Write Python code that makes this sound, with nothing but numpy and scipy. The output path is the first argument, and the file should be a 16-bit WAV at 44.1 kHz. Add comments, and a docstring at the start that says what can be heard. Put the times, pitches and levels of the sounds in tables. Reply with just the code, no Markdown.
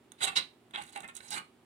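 """Short strokes of a metal spoon spread a soft paste over a crisp fried shell, close to a phone in a kitchen.
Each stroke is a rush of tiny catches that sound the shell, ring the spoon and hiss as grit. Crumbs snap as
short noise bursts, paste crackles as sparse ticks, the spoon's edge rasps through high resonances and the
shell flexes with dull bumps of low noise. The small room answers briefly, over steady low noise and hum."""
import sys
import numpy as np
from scipy import signal
from scipy.fft import rfft, irfft
from scipy.io import wavfile
from scipy.ndimage import uniform_filter1d

SR = 44100
rng = np.random.default_rng(int(sys.argv[2]) if len(sys.argv) > 2 else 0)


def to_wav(sig):
    """Store sig (one row per channel, or 1-D mono) as 16-bit WAV at the path in sys.argv[1].

    Samples outside -1..1 are clipped; the rate is SR.
    """
    pcm = np.clip(np.atleast_2d(sig), -1, 1) * 32767
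    pcm = np.round(pcm).astype(np.int16)
    wavfile.write(sys.argv[1], SR, pcm.T)  # frames by channels


N = 72765

# bright colour of snapping crumbs and paste ticks: (frequency [Hz], relative level [dB])
TICK_SPECTRUM = [(1000, -18), (4000, -27), (5500, -8.5), (7200, -1), (8800, 5), (10500, -4.5), (12500, -17),
                 (16000, -14.5)]


def undb(db):
    """Decibels to gain."""
    return 10 ** (np.asarray(db) / 20)


def unit(x):
    """Scale to rms 1."""
    return x / np.sqrt(np.mean(x ** 2))


def times():
    """Time of each sample in seconds."""
    return np.arange(N) / SR


def freqs():
    """Frequencies of the filter grid in Hz."""
    return np.arange(N + 1) * SR / (2 * N)


def spectrum(x):
    """Spectrum on the filter grid, padded so that filters do not wrap round."""
    return rfft(x, 2 * N)


def through(x, response):
    """Filter by a frequency response."""
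    return irfft(spectrum(x) * response)[..., :N]


def colour(points):
    """Causal (minimum-phase) response through (Hz, dB) points."""
    hz, db = np.array(points, float).T
    level_db = np.interp(np.log(freqs() + 1), np.log(hz), db)
    cepstrum = irfft(np.log(undb(level_db)))
    # folding the cepstrum forward in time makes the response causal
    cepstrum[1:N] *= 2
    cepstrum[N + 1:] = 0
    return np.exp(rfft(cepstrum))


def resonate(modes):
    """Summed response of damped resonances; a wider one dies away sooner."""
    s = 1j * freqs()
    return sum(undb(db) * s * width / (s * s + s * width + hz * hz) for hz, width, db in modes)


def normal(response):
    """Scale a response so that it keeps the power of white noise."""
    return response / np.sqrt(np.mean(np.abs(response) ** 2))


def roll_off(hz, order=4):
    """Smooth (Butterworth) low-pass response of even order."""
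    s, response = 1j * freqs() / hz, 1
    for k in range(order // 2):
        damping = 2 * np.sin(np.pi * (2 * k + 1) / (2 * order))
        response = response / (s * s + damping * s + 1)
    return response


def shifted(response, semitones):
    """The same response, moved up or down in pitch."""
    return np.interp(freqs() / 2 ** (semitones / 12), freqs(), response)


def swell(at, width):
    """A smooth bell in time; width is its standard deviation in seconds."""
    return np.exp(-.5 * ((times() - at) / width) ** 2)


def background():
    """Low air noise and appliance hum; the noise is alike at both ports in the bass and spreads above."""
    # colour of the air noise: (frequency [Hz], relative level [dB])
    air_spectrum = [(25, -31), (45, -15), (62, -8.5), (80, -3.5), (110, -6), (150, 0.5), (230, -1),
                    (380, 4), (480, -7.5), (800, -7), (1500, -15), (3000, -17), (6000, -29), (9000, -25),
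                    (12000, -32.5), (16000, -33)]
    # appliance hum: (frequency [Hz], level [dB])
    hum_tones = [(120, -78.5), (240, -71.5)]
    air_db, wide_hz, left_db = -63.5, 800, -3.0

    t, tone = times(), normal(colour(air_spectrum))
    apart = freqs() / (freqs() + wide_hz)
    mid = through(rng.standard_normal(N), tone)
    side = through(rng.standard_normal(N), tone * apart)
    air = undb(air_db) * np.array([undb(left_db) * (mid + side), mid - side])
    hum = sum(undb(db) * np.sqrt(2) * np.sin(2 * np.pi * (hz * t + rng.random())) for hz, db in hum_tones)
    return air + hum


def snaps(shell):
    """Brief fractures: each noise burst gives a bright tick and a knock in the shell."""
    # crumb snaps and paste ticks: (time [s], tick level [dB], shell knock level [dB])
    snap_events = [(.119, -41, -44), (0.243, -38, -24.5), (.252, -46.5, -55), (.371, -59.5, -54),
                   (.389, -39.5, -25), (.709, -56, -49), (.759, -49, -26.5), (.774, -56, -49),
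                   (.822, -41.5, -55), (.837, -44.5, -75), (.8445, -58, -49), (.961, -42, -35),
                   (.975, -44.5, -38), (1.005, -41, -39), (1.0335, -49, -47), (1.078, -46, -56),
                   (1.086, -52, -47), (1.1525, -37.5, -88), (1.1665, -33, -71), (1.1745, -42, -45),
                   (1.268, -59, -62), (1.3062, -27.5, -51)]
    decay_s, shell_top_hz = 0.0014, 4270

    t, ticks, knocks = times(), 0, 0
    for start, tick_db, knock_db in snap_events:
        burst = rng.standard_normal(N) * (t >= start) * np.exp(-np.abs(t - start) / decay_s)
        # every burst gets the same energy: rms 1 over one decay time
        burst = burst * np.sqrt(decay_s * SR / np.sum(burst ** 2))
        ticks = ticks + undb(tick_db) * burst
        knocks = knocks + undb(knock_db) * burst
    bright = through(ticks, normal(colour(TICK_SPECTRUM)))
    return bright + through(knocks, normal(shell * roll_off(shell_top_hz)))


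def catches():
    """Dense tiny impulses of uneven size and random sign, bunched by the judder of the spoon."""
    catches_per_s, spread_db = 9000, 4
    judder_points_per_s, judder_db = 259.5, 2

    hit = rng.random(N) < catches_per_s / SR
    sign = np.sign(rng.standard_normal(N))
    size = undb(spread_db * np.clip(rng.standard_normal(N), -2, 2)) * sign
    judder = np.interp(times() * judder_points_per_s, np.arange(N), rng.standard_normal(N))
    x = hit * size * undb(judder_db * judder)
    # even out the level over 16 ms, so that only quicker bunching stays
    local_power = np.abs(uniform_filter1d(x ** 2, size=700))
    return x / np.sqrt(local_power + 1e-9)


def scrapes(shell):
    """Each stroke swells, holds and lets go; its catches sound the shell, the spoon and the grit."""
    # strokes: (start [s], attack [s], hold [s], release to 1/e [s], shell level [dB], shell roll-off [Hz],
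    # hollow knock level [dB], spoon ring level [dB], grit level [dB],
    # shift of the resonances with grip and contact point [semitones])
    strokes = [ (.176, .012, 0.018, 0.01, -60, 3500, -70, -59.5, -67, -0.61),
               (0.201, 0.013, 0.0059, 0.013, -34, 3680, -58, -45, -42.5, -0.13),
               (0.215, 0.02, 0.018, 0.0036, -37, 4120, -33.5, -29, -30, -0.38),
               (0.261, 0.013, .012, 0.0081, -32, 3520, -43.5, -36, -39.5, -0.16),
               (0.313, 0.0083, 0.0092, 0.0044, -48, 2670, -48.5, -61.5, -73, -0.84),
               (0.352, .012, 0.012, 0.015, -29.5, 4800, -50, -23, -38, -0.13),
               (0.7335, 0.0077, 0.01, 0.012, -36.5, 3580, -41.5, -53.5, -58.5, -0.84),
               (0.773, 0.0015, 0.0093, 0.017, -40.5, 3300, -39, -62, -54.5, 0.43),
               (.812, 0.0025, 0.0037, 0.017, -49, 2900, -66, -54.5, -56, 0.79),
               (0.854, 0.026, 0.016, .010, -59, 4100, -67, -61.5, -74, 0.0051),
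               (0.912, 0.015, 0.026, 0.024, -59.5, 3570, -63, -58.5, -63, 0.95),
               (0.953, 0.005, .003, 0.02, -41, 2850, -37, -55.5, -54, 0.12),
               (1.029, 0.0017, 0.025, 0.0047, -45, 2470, -55, -61, -69, -1.28),
               (1.084, 0.00088, 0.0075, .011, -45, 2700, -65, -56, -54, -1.3),
               (1.142, 0.017, 0.017, .010, -56.5, 3600, -85, -53.5, -48.5, -0.28),
               (1.203, .001, 0.0019, 0.0032, -45, 2060, -72, -50, -71, 0.17),
               (1.217, 0.013, 0.062, 0.0073, -61, 2230, -65, -58.5, -56, 0.48),
               (1.291, 0.038, 0.02, 0.01, -37.5, 5970, -47.5, -47, -41, 0.88),
               (1.338, 0.028, 0.018, 0.011, -37.5, 2840, -56, -46.5, -45, 1.2)]
    # resonances of the hollow and of the spoon: (frequency [Hz], width [Hz], relative level [dB])
    hollow_modes = [(523, 38, -13), (790, 43, -1), (796, 39, 11.5), (806, 49, -12)]
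    spoon_modes = [(1054, 17, -11.5), (2748, 34.1, -10.5), (2880, 40, -10), (3120, 97, -4), (3350, 86, -3),
                   (3815, 130, -2.5), (3935, 92, 4), (4054, 120, -4.5), (4480, 87, -20.5)]
    # hiss of the grit: (frequency [Hz], relative level [dB])
    grit_spectrum = [(1000, -40), (4000, -30.5), (5600, -22.5), (6600, -2.5), (8600, 6.5), (9900, 0),
                     (11000, -10), (13000, -16.5), (16000, -25)]
    # share of the scraping that both ports hear alike, capped at 0 dB, as the catches scatter over the
    # shell's surface: (frequency [Hz], level [dB])
    alike_share = [(100, 0.2), (300, -.5), (700, -0.5), (2000, -2.6), (4000, -3.5), (9000, -31)]
    attack_power, hollow_top_hz, spoon_top_hz = 1.54, 1540, 6430

    t, out = times(), 0
    hollow = normal(resonate(hollow_modes) * roll_off(hollow_top_hz, order=2))
    spoon = normal(resonate(spoon_modes) * roll_off(spoon_top_hz, order=2))
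    grit = normal(colour(grit_spectrum))
    # two independent streams each, to be mixed for the two ports
    friction = np.array([catches(), catches()])
    rim = np.array([catches(), catches()])
    for start, attack, hold, release, shell_db, soft_hz, hollow_db, spoon_db, grit_db, shift in strokes:
        age = t - start
        rise = np.clip(age / attack, 0, 1) ** attack_power
        force = rise * np.exp(-np.maximum(age - attack - hold, 0) / release)
        # paste cushions the contact and dulls the shell
        soft_shell = normal(shifted(shell, shift) * roll_off(soft_hz, order=6))
        body = undb(shell_db) * soft_shell + undb(grit_db) * grit
        ring = shifted(undb(spoon_db) * spoon + undb(hollow_db) * hollow, shift)
        out = out + spectrum(force * friction) * body + spectrum(force * rim) * ring
    alike = np.minimum(np.abs(colour(alike_share)), 1)
    left = alike * out[0] + np.sqrt(1 - alike ** 2) * out[1]
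    return irfft(np.array([left, out[0]]))[:, :N]


def bumps():
    """The shell flexes against the fingers with dull swells of low noise."""
    # bumps: (time [s], width [s], level [dB])
    flexes = [(.31, 0.024, -57), (.41, 0.027, -56.5), (.825, 0.024, -58), (1.038, 0.028, -61),
              (1.362, 0.043, -56)]
    # colour of a bump: (frequency [Hz], relative level [dB])
    flex_spectrum = [(30, -22.5), (70, -8.5), (110, -10), (190, 2.5), (300, -4), (600, -22.5),
                     (2000, -65.5)]

    push = sum(undb(db) * swell(at, width) for at, width, db in flexes)
    return through(push * rng.standard_normal(N), normal(colour(flex_spectrum)))


def rasp():
    """The spoon's edge bites: its catches excite thin, high resonances."""
    # bites of the edge: (time [s], width [s], level [dB])
    bites = [(0.365, 0.0052, -34.5), (1.286, 0.0046, -51), (1.322, 0.01, -43)]
    # resonances of the rasp: (frequency [Hz], width [Hz], relative level [dB])
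    edge_modes = [(4510, 300, -1.5), (5140, 250, 0.5), (5660, 200, -1.5), (6420, 440, -5.5)]

    bite = sum(undb(db) * swell(at, width) for at, width, db in bites)
    return through(bite * catches(), normal(resonate(edge_modes) * roll_off(hz=7500)))


def crackle():
    """Paste clinging to the spoon crackles in sparse, uneven tiny ticks."""
    # spans of crackling: (start [s], end [s], level [dB])
    spans = [(0.804, 1.056, -60), (1.137, 1.30, -65)]
    ticks_per_s, spread_db = 470, 9

    t = times()
    size = undb(spread_db * np.clip(rng.standard_normal(N), -2, 1.5))
    ticks = unit((rng.random(N) < ticks_per_s / SR) * size)
    contact = sum(undb(db) * (t > start) * (t < end) for start, end, db in spans)
    return through(contact * ticks, normal(colour(TICK_SPECTRUM)))


def kitchen(x):
    """Direct sound, near scatter and a short room tail at two ports; the left one is later and shaded."""
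    # echo against direct sound: (frequency [Hz], level [dB])
    echo_spectrum = [(100, -27.5), (400, -3.5), (1200, -6), (3000, -6), (4200, -8.5), (6000, -12),
                     (9000, -12.5), (16000, -7.5)]
    # what the far (left) microphone port hears against the near one: (frequency [Hz], level [dB])
    far_port = [(100, -1.5), (380, -3), (750, -10), (1300, -5), (2400, -2.5), (3000, -4.5), (3900, -10),
                (4900, -4.5), (6200, -16.5), (8300, -31.5), (11000, -22.5), (15000, -10)]
    bass_t60_s, treble_t60_s, split_hz, room_delay_s = 0.22, 0.26, 4845, 0.0028
    # scatter from hands, plate and counter; longer waves pass round them
    early_db, early_s, early_from_hz = -0.5, 0.0011, 2700
    port_lag_s = 0.00034
    t = times()

    def scatter(envelope):
        """Response of dense echoes: shaped noise, independent at the two ports."""
        return normal(spectrum(rng.standard_normal((2, N)) * envelope))

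    def tail(t60):
        """Echoes that fall by 60 dB in t60 seconds."""
        return scatter((t > room_delay_s) * undb(-60 * t / t60))

    bass = np.abs(roll_off(split_hz, order=2))
    treble = np.sqrt(1 - np.minimum(bass, 1) ** 2)
    room = colour(echo_spectrum) * (bass * tail(bass_t60_s) + treble * tail(treble_t60_s))
    small_objects = freqs() / (freqs() + early_from_hz)
    early = undb(early_db) * small_objects * scatter(t * np.exp(-t / early_s))
    direct = np.array([np.exp(-2j * np.pi * freqs() * port_lag_s), np.ones(N + 1)])
    shade = np.array([np.abs(colour(far_port)), np.ones(N + 1)])
    return through(x, (direct + early + room) * shade)


def scene():
    """Strokes, snaps and the smaller sounds of one shell and spoon, in the kitchen."""
    # broad colour of the shell: (frequency [Hz], relative level [dB])
    shell_spectrum = [(40, -33), (100, -10.5), (250, -8.5), (500, -9), (1100, -0.5), (1600, -3),
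                      (2100, -2.5), (2900, -7), (3600, 7.5), (4500, -3), (5600, -9), (9000, -39),
                      (16000, -59)]
    # resonances of the shell: (frequency [Hz], width [Hz], relative level [dB])
    shell_modes = [(1160.4, 25, 5), (1357, 80, -25), (1484, 50, 2.5), (1978, 170, -2), (2092, 62, -4),
                   (2238, 58, 4.5), (2680, 70, 1.5), (2734, 41, 12), (3180, 150, -29.5)]
    broad_db = -2.5  # unresonant part beside the resonances

    shell = colour(shell_spectrum) * (undb(broad_db) + resonate(shell_modes))
    close = snaps(shell) + scrapes(shell) + bumps() + rasp() + crackle()
    return kitchen(close) + background()


def record(dry):
    """The phone cuts the top steeply above 15.9 kHz."""
    top_cut = signal.ellip(10, .2, 70, 15900, fs=SR, output="sos")
    return signal.sosfilt(top_cut, dry)


dry = scene()
out = record(dry)
to_wav(out)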